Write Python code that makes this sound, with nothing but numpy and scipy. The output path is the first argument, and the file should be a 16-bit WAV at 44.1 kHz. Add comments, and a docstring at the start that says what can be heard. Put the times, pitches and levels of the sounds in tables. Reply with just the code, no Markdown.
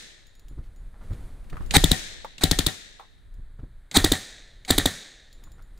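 """A gravel shooting bay, heard from the shooter's head: a suppressed submachine gun fires four short bursts.
Each shot layers a muzzle puff, a sharp pop of gas at the ejection port and the steel slap of the bolt;
berms and trees answer. Between bursts boots run over gravel, wind buffets the microphone, spent cases
tinkle and far guns knock. The image moves between stereo and a hollower mono."""
import sys
import numpy as np
from scipy import signal
from scipy.fft import rfft, irfft, next_fast_len
from scipy.io import wavfile
from scipy.ndimage import uniform_filter1d

SR = 44100
rng = np.random.default_rng(int(sys.argv[2]) if len(sys.argv) > 2 else 0)


def digitize_waveform(pressure):
    """Quantize a signal to 16-bit integers and store it at the path in sys.argv[1].

    Rows of a 2-D input are taken as channels; values are limited to [-1, 1].
    """
    field = np.atleast_2d(pressure).T
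    bounded = np.clip(field, -1, 1)
    quanta = np.round(bounded * 32767).astype(np.int16)
    wavfile.write(sys.argv[1], SR, quanta)


N = 255325
HIT = np.arange(SR // 4) / SR  # time axis of a one-shot, in s

# noise colours of the air bed: f/Hz, level/dB
WOODS = [(30, 12.5), (200, 0), (600, -6.5), (1000, -9), (1800, -5), (2700, -15.5), (3900, -11.5),
         (5500, -29), (9000, -19.5), (15000, -31.5)]
WIND_BUFFET = [(10, 1), (30, 6), (48, -5), (100, -14), (200, -33), (600, -50.5), (2000, -78)]
WIND_RUSH = [(60, -11), (150, 2.5), (400, -7.5), (1000, -14), (3000, -22), (6000, -31.5), (9500, -26.5),
             (13000, -33.5), (16000, -45.5)]
# the shooter's moves stir the air: start/s, end/s, buffet level/dB, rush level/dB
MOVES = [(0.5, 0.9, -41.5, -62.5), (1.058, 1.75, -36, -54), (1.95, 2.253, -48.5, -62.5),
         (3.356, 3.68, -40.5, -78), (4.453, 4.62, -46, -68.5), (5.45, 5.79, -43, -62)]
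# colour and decay of the echo off berms and trees: f/Hz, level/dB, t60/s
ECHO = [(71.04, 2, 0.25), (200, 0, 0.79), (570, -7.5, 1.3), (1000, -13, 1), (1470, -3, 0.72),
        (1790, -0.5, 1.4), (2100, -2.5, 1.05), (2970, -4.5, 1), (3740, 1.5, 1.19), (4700, -3.5, 0.86),
        (6700, -2, 0.78), (8685, -5, 0.68), (10100, -6.5, 0.47), (15500, -19, .48)]
# dull knocks, from guns in other bays or stones underfoot: t/s, level/dB, t60/s, f/Hz
KNOCKS = [(1.028, -54, 0.026, 1500), (1.527, -37.5, 0.027, 1300), (1.568, -27.5, 0.018, 1300),
          (1.607, -34.5, 0.025, 1100), (2.2458, -26.5, 0.05, 943), (2.9961, -38.5, 0.13, 1050),
          (5.472, -45, 0.0097, 1100)]
# colour of a knock: multiple of its pitch, level/dB
KNOCK_COLOUR = [(.17, -26.5), (.55, -7.5), (1, 4), (1.5, -13), (2.4, -21), (5, -31.5), (11, -38.5)]
# footfalls: t/s, thud level/dB, thud f/Hz, gravel level/dB
STEPS = [(.51, -34.5, 39.8, -65), (0.578, -25, 59.4, -59.5), (0.941, -50.5, 35, -58.5),
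         (1.01, -40, 50, -52), (1.106, -20, 92.5, -52.5), (1.525, -26, 36, -46), (1.605, -27, 51.3, -50.5),
         (3.387, -36, 54.9, -88), (3.59, -33.5, 36, -57.5), (3.63, -27.5, 40, -68.5),
         (5.42, -50, 30.6, -60), (5.58, -47.5, 36.2, -59)]
# boots scraping loose stones: t/s, level/dB, t60/s
SCUFFS = [(0.629, -63.5, 0.27), (1.03, -61, 0.14), (1.125, -55, 0.22), (1.44, -56, 0.04),
          (1.496, -49, 0.085), (1.62, -54, 0.06)]
# noise colours of a sole landing, gravel crunching and grit scraping: f/Hz, level/dB
SOLE = [(50, -6), (110, 7), (220, -5.5), (450, -16), (900, -36.5), (3000, -60)]
CRUNCH = [(150, 1), (400, 2), (800, 3.5), (1300, 4), (2500, -10), (5000, -22), (12000, -40.5)]
GRIT = [(1200, -3), (2600, 2), (3700, -1.5), (5200, -9), (6600, -9), (10000, -13), (15000, -18)]
# spent cases landing: t/s, level/dB
CASES = [(0.2685, -53.5), (.3522, -55), (0.395, -51.5), (0.4834, -49), (.7618, -58.5), (1.6615, -48),
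         (3.3407, -59.5), (5.3283, -48.5), (5.438, -47.5), (5.5183, -52), (5.6225, -55), (5.7762, -55)]
# ring of a brass case: multiple of its pitch, t60/s, level/dB
CASE_MODES = [(0.999, .2, -10.5), (1.02, 0.15, -19.5), (1.53, .2, -22.5), (1.69, .15, -22)]
# noise colours of the gun's layers: f/Hz, level/dB
TRIGGER_CLICK = [(500, -31), (1400, -19), (2200, 6), (4000, 2), (5500, -4), (7500, -4), (10000, -23),
                 (15500, -32)]
RASP_HIGH = [(1200, -24), (2800, -17), (3900, 4), (5200, -11), (7000, -9), (8400, -5), (11000, -18),
             (15500, -26.5)]
RASP_LOW = [(200, 0), (600, -15), (770, 3), (1050, -7.5), (1400, -5.5), (2200, -2), (3200, -17),
            (6000, -27)]
MUZZLE_GAS = [(300, -7), (700, 5.5), (1000, 2.5), (1350, -11), (2400, -26), (3900, 6.5), (5500, -6.5),
              (8500, -6), (11000, -15), (15500, -19)]
BREECH_GAS = [(1500, -11.5), (2700, -20), (3500, 0.5), (4400, 1), (5500, -5), (8400, -3), (11000, -7.5),
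              (13000, -1), (15500, -8)]
BOLT_SLAP = [(300, -0.5), (600, -3.5), (760, 8), (1000, -13), (1500, -4.5), (1900, 9.5), (2600, -5.5),
             (3700, 2), (5000, -5.5), (8000, -16), (11000, -25.5), (15500, -25)]
SCATTER = [(150, 8), (450, 0.5), (1000, -4.5), (1900, -2), (2800, -5), (3800, 3), (5200, -10.5), (7500, -7),
           (11000, -11.5), (15500, -21.5)]
# ring of the steel bolt and receiver: f/Hz, t60/s, level/dB
STEEL_MODES = [(755, 0.1, -2.5), (1385, .08, -12), (1815, 0.15, -3), (1903, 0.042, 2.5),
               (2230, 0.029, -7.5), (3390, .05, -1.5), (3770, .06, -0.5), (3900, 0.024, -5.5),
               (7600, 0.055, -10), (8200, 0.037, -11.5)]
# resonances of port and receiver: f/Hz, width/Hz, level/dB
PORT_MODES = [(2030, 260, -18), (3670, 420, 5.5), (5900, 290, -18.5), (7300, 1400, -3), (9500, 780, -18),
              (11900, 720, -14.5), (14500, 1700, -23)]
# air set ringing by a shot, its body and its low end: delay/s, f/Hz, t60/s, level/dB
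PUFF_MODES = [(-.0032, 533, 0.0055, -8.5), (-.0011, 276, 0.045, -13), (-.0028, 450, 0.028, -21),
              (.001, 88, 0.15, -24)]
BOOM_MODES = [(0.0021, 155, 0.08, -19), (0.00018, 75, 0.054, -17.5)]
# gas spitting from the opening breech, then blows of bolt and spring: delay/s, t60/s, level/dB
BREECH_SPITS = [(.0008, .012, -19.5), (.0027, 0.01, -20.5)]
BOLT_BLOWS = [(.009, .025, -34), (.015, 0.036, -29), (.029, .02, -34)]
# bursts of fire: t/s, rounds, cycle/s, then level/dB of port pop, muzzle puff, muzzle gas, boom,
# bolt, trigger, end of the rasp, and the rasp's lows against its highs
BURSTS = [(1.7675, 3, 0.0746, 1.5, 4, -18.5, 7, 0.5, -19, -12.5, 1),
          (2.4397, 4, 0.076, -5, 0.5, -5.5, 1.5, -1, -32.5, -33.5, 1.5),
          (3.9718, 3, 0.0746, 0, 6, -9.5, -6, 5, -26, -10.5, -2.5),
          (4.7080, 3, 0.076, 0, 3, -7, -6, 3, -34, -25, -1)]
# spans in which the image opens to stereo: start/s, end/s
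STEREO_SPANS = [(-1, 0.09), (1.36, 3)]
# dips in the microphone's tone: f/Hz, width/Hz, stereo level/dB, mono level/dB
MIC_DIPS = [(1010, 800, -3, -2), (2770, 1200, -1, -5.5), (5400, 530, 0, -3.5), (11400, 1000, -3, -5)]


def undb(db):
    """Decibels to gain."""
    return 10 ** (np.asarray(db) / 20)


def fade(t, t60):
    """Exponential decay, 60 dB down after t60."""
    return np.exp(-np.log(1000) * t / t60)


def attack(t, rise_s):
    """A soft onset from 0 towards 1."""
    return 1 - np.exp(-t / rise_s)


def pan(db):
    """Stereo gains, the left louder by db."""
    return undb(np.array([[db], [-db]]) / 2)


def add(out, s, sound):
    """Mix a sound in at time s; what lies outside is dropped."""
    i = int(round(s * SR))
    a, b = max(i, 0), min(i + sound.shape[-1], N)
    if b > a:
        out[:, a:b] += sound[..., a - i:b - i]


def noise(spectrum, size, side):
    """Coloured stereo noise, rms 1 in the middle; side sets its width."""
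    hz, db = np.transpose(spectrum)[:2]
    n = next_fast_len(size)
    f = np.maximum(np.fft.rfftfreq(n, 1 / SR), 1)
    gain = undb(np.interp(np.log(f), np.log(hz), db)) * np.minimum(f / hz[0], 1)
    mid, wide = irfft(rfft(rng.standard_normal((2, n))) * gain, n)[:, :size]
    return np.array([mid + side * wide, mid - side * wide]) / mid.std()


def noise_hit(spectrum, t60, side=0.47):
    """A hit of coloured noise that dies away."""
    return noise(spectrum, len(HIT), side) * fade(HIT, t60)


def ring(hz, t60):
    """One damped mode, swinging negative first."""
    return -np.sin(2 * np.pi * hz * HIT) * fade(HIT, t60)


def drift(rate_hz):
    """Smooth random modulation with a spread near 1."""
    hold = int(SR / rate_hz)
    return uniform_filter1d(np.repeat(rng.standard_normal(N // hold + 1), hold), hold)[:N]


def shots():
    """Cue list of rounds: the first of a burst cracks and clatters harder, then the muzzle layers ease off."""
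    for start, rounds, cycle_s, pop_db, puff_db, gas_db, boom_db, bolt_db, *_ in BURSTS:
        for k in range(round(rounds)):
            first = k == 0
            yield (start + k * cycle_s, k, pop_db + 3 * first, puff_db - 2.5 * k,
                   gas_db - 2.5 * k, boom_db - 2 * k, bolt_db + 2.5 * first)


def air(woods_db=-64, still_buffet_db=-59, still_rush_db=-76, rise_db_per_s=57, fall_db_per_s=59):
    """The bed: woods murmur while wind buffets the microphone and rushes past, swelling with each move."""
    t = np.arange(N) / SR
    buffet_db, rush_db = still_buffet_db, still_rush_db
    for start, end, move_buffet_db, move_rush_db in MOVES:
        drop_db = rise_db_per_s * np.maximum(start - t, 0) + fall_db_per_s * np.maximum(t - end, 0)
        buffet_db = np.maximum(buffet_db, move_buffet_db - drop_db)
        rush_db = np.maximum(rush_db, move_rush_db - drop_db)
    gust = drift(9.9)
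    buffet = undb(buffet_db + 2 * gust) * noise(WIND_BUFFET, N, side=.8)
    rush = undb(rush_db + 1.5 * gust) * noise(WIND_RUSH, N, side=.7)
    woods = undb(woods_db + drift(3)) * noise(WOODS, N, side=.8)
    return woods + buffet + rush


def echo(length_s=1.5, build_s=0.046, patchy_db=1.0):
    """One shot's tail off berms and trees: it blooms, comes in patches and darkens."""
    hz, _, t60 = np.transpose(ECHO)
    f, t, bands = signal.stft(noise(ECHO, int(length_s * SR), side=.85), SR, nperseg=256)
    decay = fade(t, np.interp(f, hz, t60)[:, None])
    patches = undb(patchy_db * rng.standard_normal(len(t)))
    return signal.istft(bands * decay * patches * attack(t, build_s), SR)[1]


def bay_echoes(send_db=-34, earlier_db=-37, earlier_s=0.12):
    """The bay answers every pop; a tail of earlier fire is still dying at the start."""
    out = np.zeros((2, N))
    add(out, -earlier_s, undb(earlier_db) * pan(1.7) * echo())
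    for s, _, pop_db, *_ in shots():
        add(out, s, undb(send_db + pop_db) * pan(3) * echo())
    return out


def knocks(onset_s=.0007):
    """Far guns or stones underfoot: dull, soft-edged knocks with a faint, wider tail."""
    out = np.zeros((2, N))
    for s, db, t60, hz in KNOCKS:
        colour = [(multiple * hz, gain_db) for multiple, gain_db in KNOCK_COLOUR]
        knock = noise_hit(colour, t60, side=0.48) + undb(-14) * noise_hit(colour, t60=0.11, side=.8)
        add(out, s, undb(db) * pan(-1) * knock * attack(HIT, onset_s))
    return out


def footsteps(grain_db=5, grain_samples=90, press_s=0.0027):
    """Each footfall thuds through the body and grinds the gravel as the weight comes on."""
    out = np.zeros((2, N))
    pressure = attack(HIT, press_s) ** 2
    for s, thud_db, hz, gravel_db in STEPS:
        grains = np.repeat(undb(grain_db * rng.standard_normal(len(HIT))), grain_samples)[:len(HIT)]
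        crunch = noise_hit(CRUNCH, t60=0.17) * uniform_filter1d(grains, size=30)
        thud = ring(hz, t60=0.11) + undb(-9.5) * noise_hit(SOLE, t60=0.14)
        add(out, s - press_s, undb(3) * pressure * (undb(thud_db) * thud + undb(gravel_db) * crunch))
    return out


def scuffs(grain_db=4, onset_s=0.0027):
    """Loose stones scrape under the boots in short, bright, grainy strokes."""
    out = np.zeros((2, N))
    for s, db, t60 in SCUFFS:
        grains = undb(grain_db * drift(400)[:len(HIT)])
        add(out, s, undb(db) * noise_hit(GRIT, t60) * grains * attack(HIT, onset_s))
    return out


def spent_cases(pitch_hz=7030, detune=0.012, spread_db=4, ring_db=-2):
    """Brass ticks on the stones and rings on, each case with its own pitch and balance."""
    out = np.zeros((2, N))
    for s, db in CASES:
        hz = pitch_hz * (1 + detune * rng.standard_normal())
        tick = noise_hit([(2500, 0), (4000, 7), (9000, -2), (15000, -2.5)], t60=0.026)
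        tone = sum(undb(mode_db + spread_db * rng.standard_normal()) * ring(hz * multiple, t60)
                   for multiple, t60, mode_db in CASE_MODES)
        add(out, s, undb(db) * (tick + undb(ring_db) * tone))
    return out


def trigger_and_rasp(trigger_lead_s=0.059, rasp_lead_s=0.031):
    """The lead-in to a burst: the trigger clicks, the action rings on, a rasp runs into the first shot."""
    out = np.zeros((2, N))
    n = int(rasp_lead_s * SR)
    for s, *_, trigger_db, rasp_db, low_db in BURSTS:
        click = noise_hit(TRIGGER_CLICK, t60=.02) + undb(-19.5) * noise_hit(SCATTER, t60=0.45)
        add(out, s - trigger_lead_s, undb(trigger_db + 3.5) * click * attack(HIT, rise_s=0.00095))
        rasp = noise(RASP_HIGH, n, side=.3) + undb(low_db) * noise(RASP_LOW, n, side=.4)
        swell = undb(np.linspace(trigger_db - 3.5, rasp_db, n)) * attack(HIT[:n], rise_s=0.0025)
        add(out, s - rasp_lead_s, rasp * swell)
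    return out


def steel_ring(spread_db=3, detune=0.0047):
    """The struck receiver rings, its modes balanced and tuned a little differently on every blow."""
    chance = rng.standard_normal((len(STEEL_MODES), 2))
    return sum(undb(db + spread_db * louder) * ring(hz * (1 + detune * sharper), t60)
               for (hz, t60, db), (louder, sharper) in zip(STEEL_MODES, chance))


def bolt_shove(hz=33, half_width_s=0.018):
    """The heavy bolt runs forward and shoves the gun: one sub-bass swell, centred in its window."""
    t = HIT - HIT.mean()
    return np.cos(2 * np.pi * hz * t) * np.exp(-(t / half_width_s) ** 2)


def port_pop(jet_t60=0.0065, side=0.35, drive_db=12, hollow_hz=2600, hollow_width_hz=900):
    """A very short jet of gas rings port and receiver, scooped below the main resonance."""
    mid, wide = rng.standard_normal((2, len(HIT))) * fade(HIT, jet_t60)
    jet = np.array([mid + side * wide, mid - side * wide])
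    pop = 0
    for hz, width, db in PORT_MODES:
        mode = signal.lfilter(*signal.iirpeak(hz, hz / width, fs=SR), jet)
        pop = pop + undb(db) * mode / np.linalg.norm(mode.mean(axis=0))
    scoop = signal.iirnotch(hollow_hz, hollow_hz / hollow_width_hz, fs=SR)
    return undb(drive_db) * signal.lfilter(*scoop, pop) / 2


def gun(muzzle_lead_s=.0033, port_lead_s=0.00045, shove_lead_s=0.016, steel_db=-6, shove_db=-21):
    """The shots, left of centre: muzzle gas gives the body, port gas the crack, the bolt the clatter."""
    out = np.zeros((2, N))
    low_pan, high_pan = pan(6.5), pan(3)
    for s, round_index, pop_db, puff_db, gas_db, boom_db, bolt_db in shots():
        if round_index > 0:
            weight = undb(shove_db) * (undb(boom_db) + undb(puff_db)) / 2
            add(out, s - shove_lead_s - HIT.mean(), weight * bolt_shove())
        for modes, level_db in ((PUFF_MODES, puff_db), (BOOM_MODES, boom_db)):
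            for delay, hz, t60, db in modes:
                detune = np.exp(.04 * rng.standard_normal())
                add(out, s + delay, low_pan * undb(level_db + db) * ring(hz * detune, t60))
        add(out, s - muzzle_lead_s, low_pan * undb(gas_db) * noise_hit(MUZZLE_GAS, t60=0.012))
        add(out, s - port_lead_s, high_pan * undb(pop_db) * port_pop())
        for delay, t60, db in BREECH_SPITS:
            add(out, s + delay, high_pan * undb(pop_db + db) * noise_hit(BREECH_GAS, t60))
        # early scatter off gravel and barrels
        add(out, s + .003, high_pan * undb(bolt_db - 29.5) * noise_hit(SCATTER, t60=.25, side=.7))
        for delay, t60, db in BOLT_BLOWS:
            blow = noise_hit(BOLT_SLAP, t60) + undb(steel_db) * steel_ring()
            jitter_s = .001 * rng.standard_normal()
            add(out, s + delay + jitter_s, high_pan * undb(bolt_db + db) * blow)
    return out


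def scene():
    """The mix at the shooter's head: gun up front, then the bay, the foley and the air bed."""
    gunfire = gun() + trigger_and_rasp() + bay_echoes()
    return gunfire + knocks() + footsteps() + scuffs() + spent_cases() + air()


def stereo_width(open_s=0.291, close_s=0.47, mono_side_db=-49):
    """Side gain: it opens quickly for each stereo span and closes more slowly after it."""
    t = np.arange(N) / SR
    opened = [np.minimum((t - start) / open_s, 1 - (t - end) / close_s) for start, end in STEREO_SPANS]
    return np.clip(np.max(opened, axis=0), undb(mono_side_db), 1)


def record(dry, ceiling=0.84, top_hz=15600):
    """The image opens and closes to a hollower mono; peaks are soft-clipped and the top is cut."""
    width = stereo_width()
    mid, side = (dry[0] + dry[1]) / 2, width * (dry[0] - dry[1]) / 2
    for hz, width_hz, stereo_db, mono_db in MIC_DIPS:
        depth = 1 - undb(mono_db + width * (stereo_db - mono_db))
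        mid = mid - depth * signal.lfilter(*signal.iirpeak(hz, hz / width_hz, fs=SR), mid)
    sound = np.array([mid + side, mid - side])
    rounded = sound / (1 + (sound / ceiling) ** 4) ** (1 / 4)
    return signal.sosfilt(signal.ellip(10, .2, 80, top_hz, fs=SR, output="sos"), rounded)


dry = scene()
out = record(dry)
digitize_waveform(out)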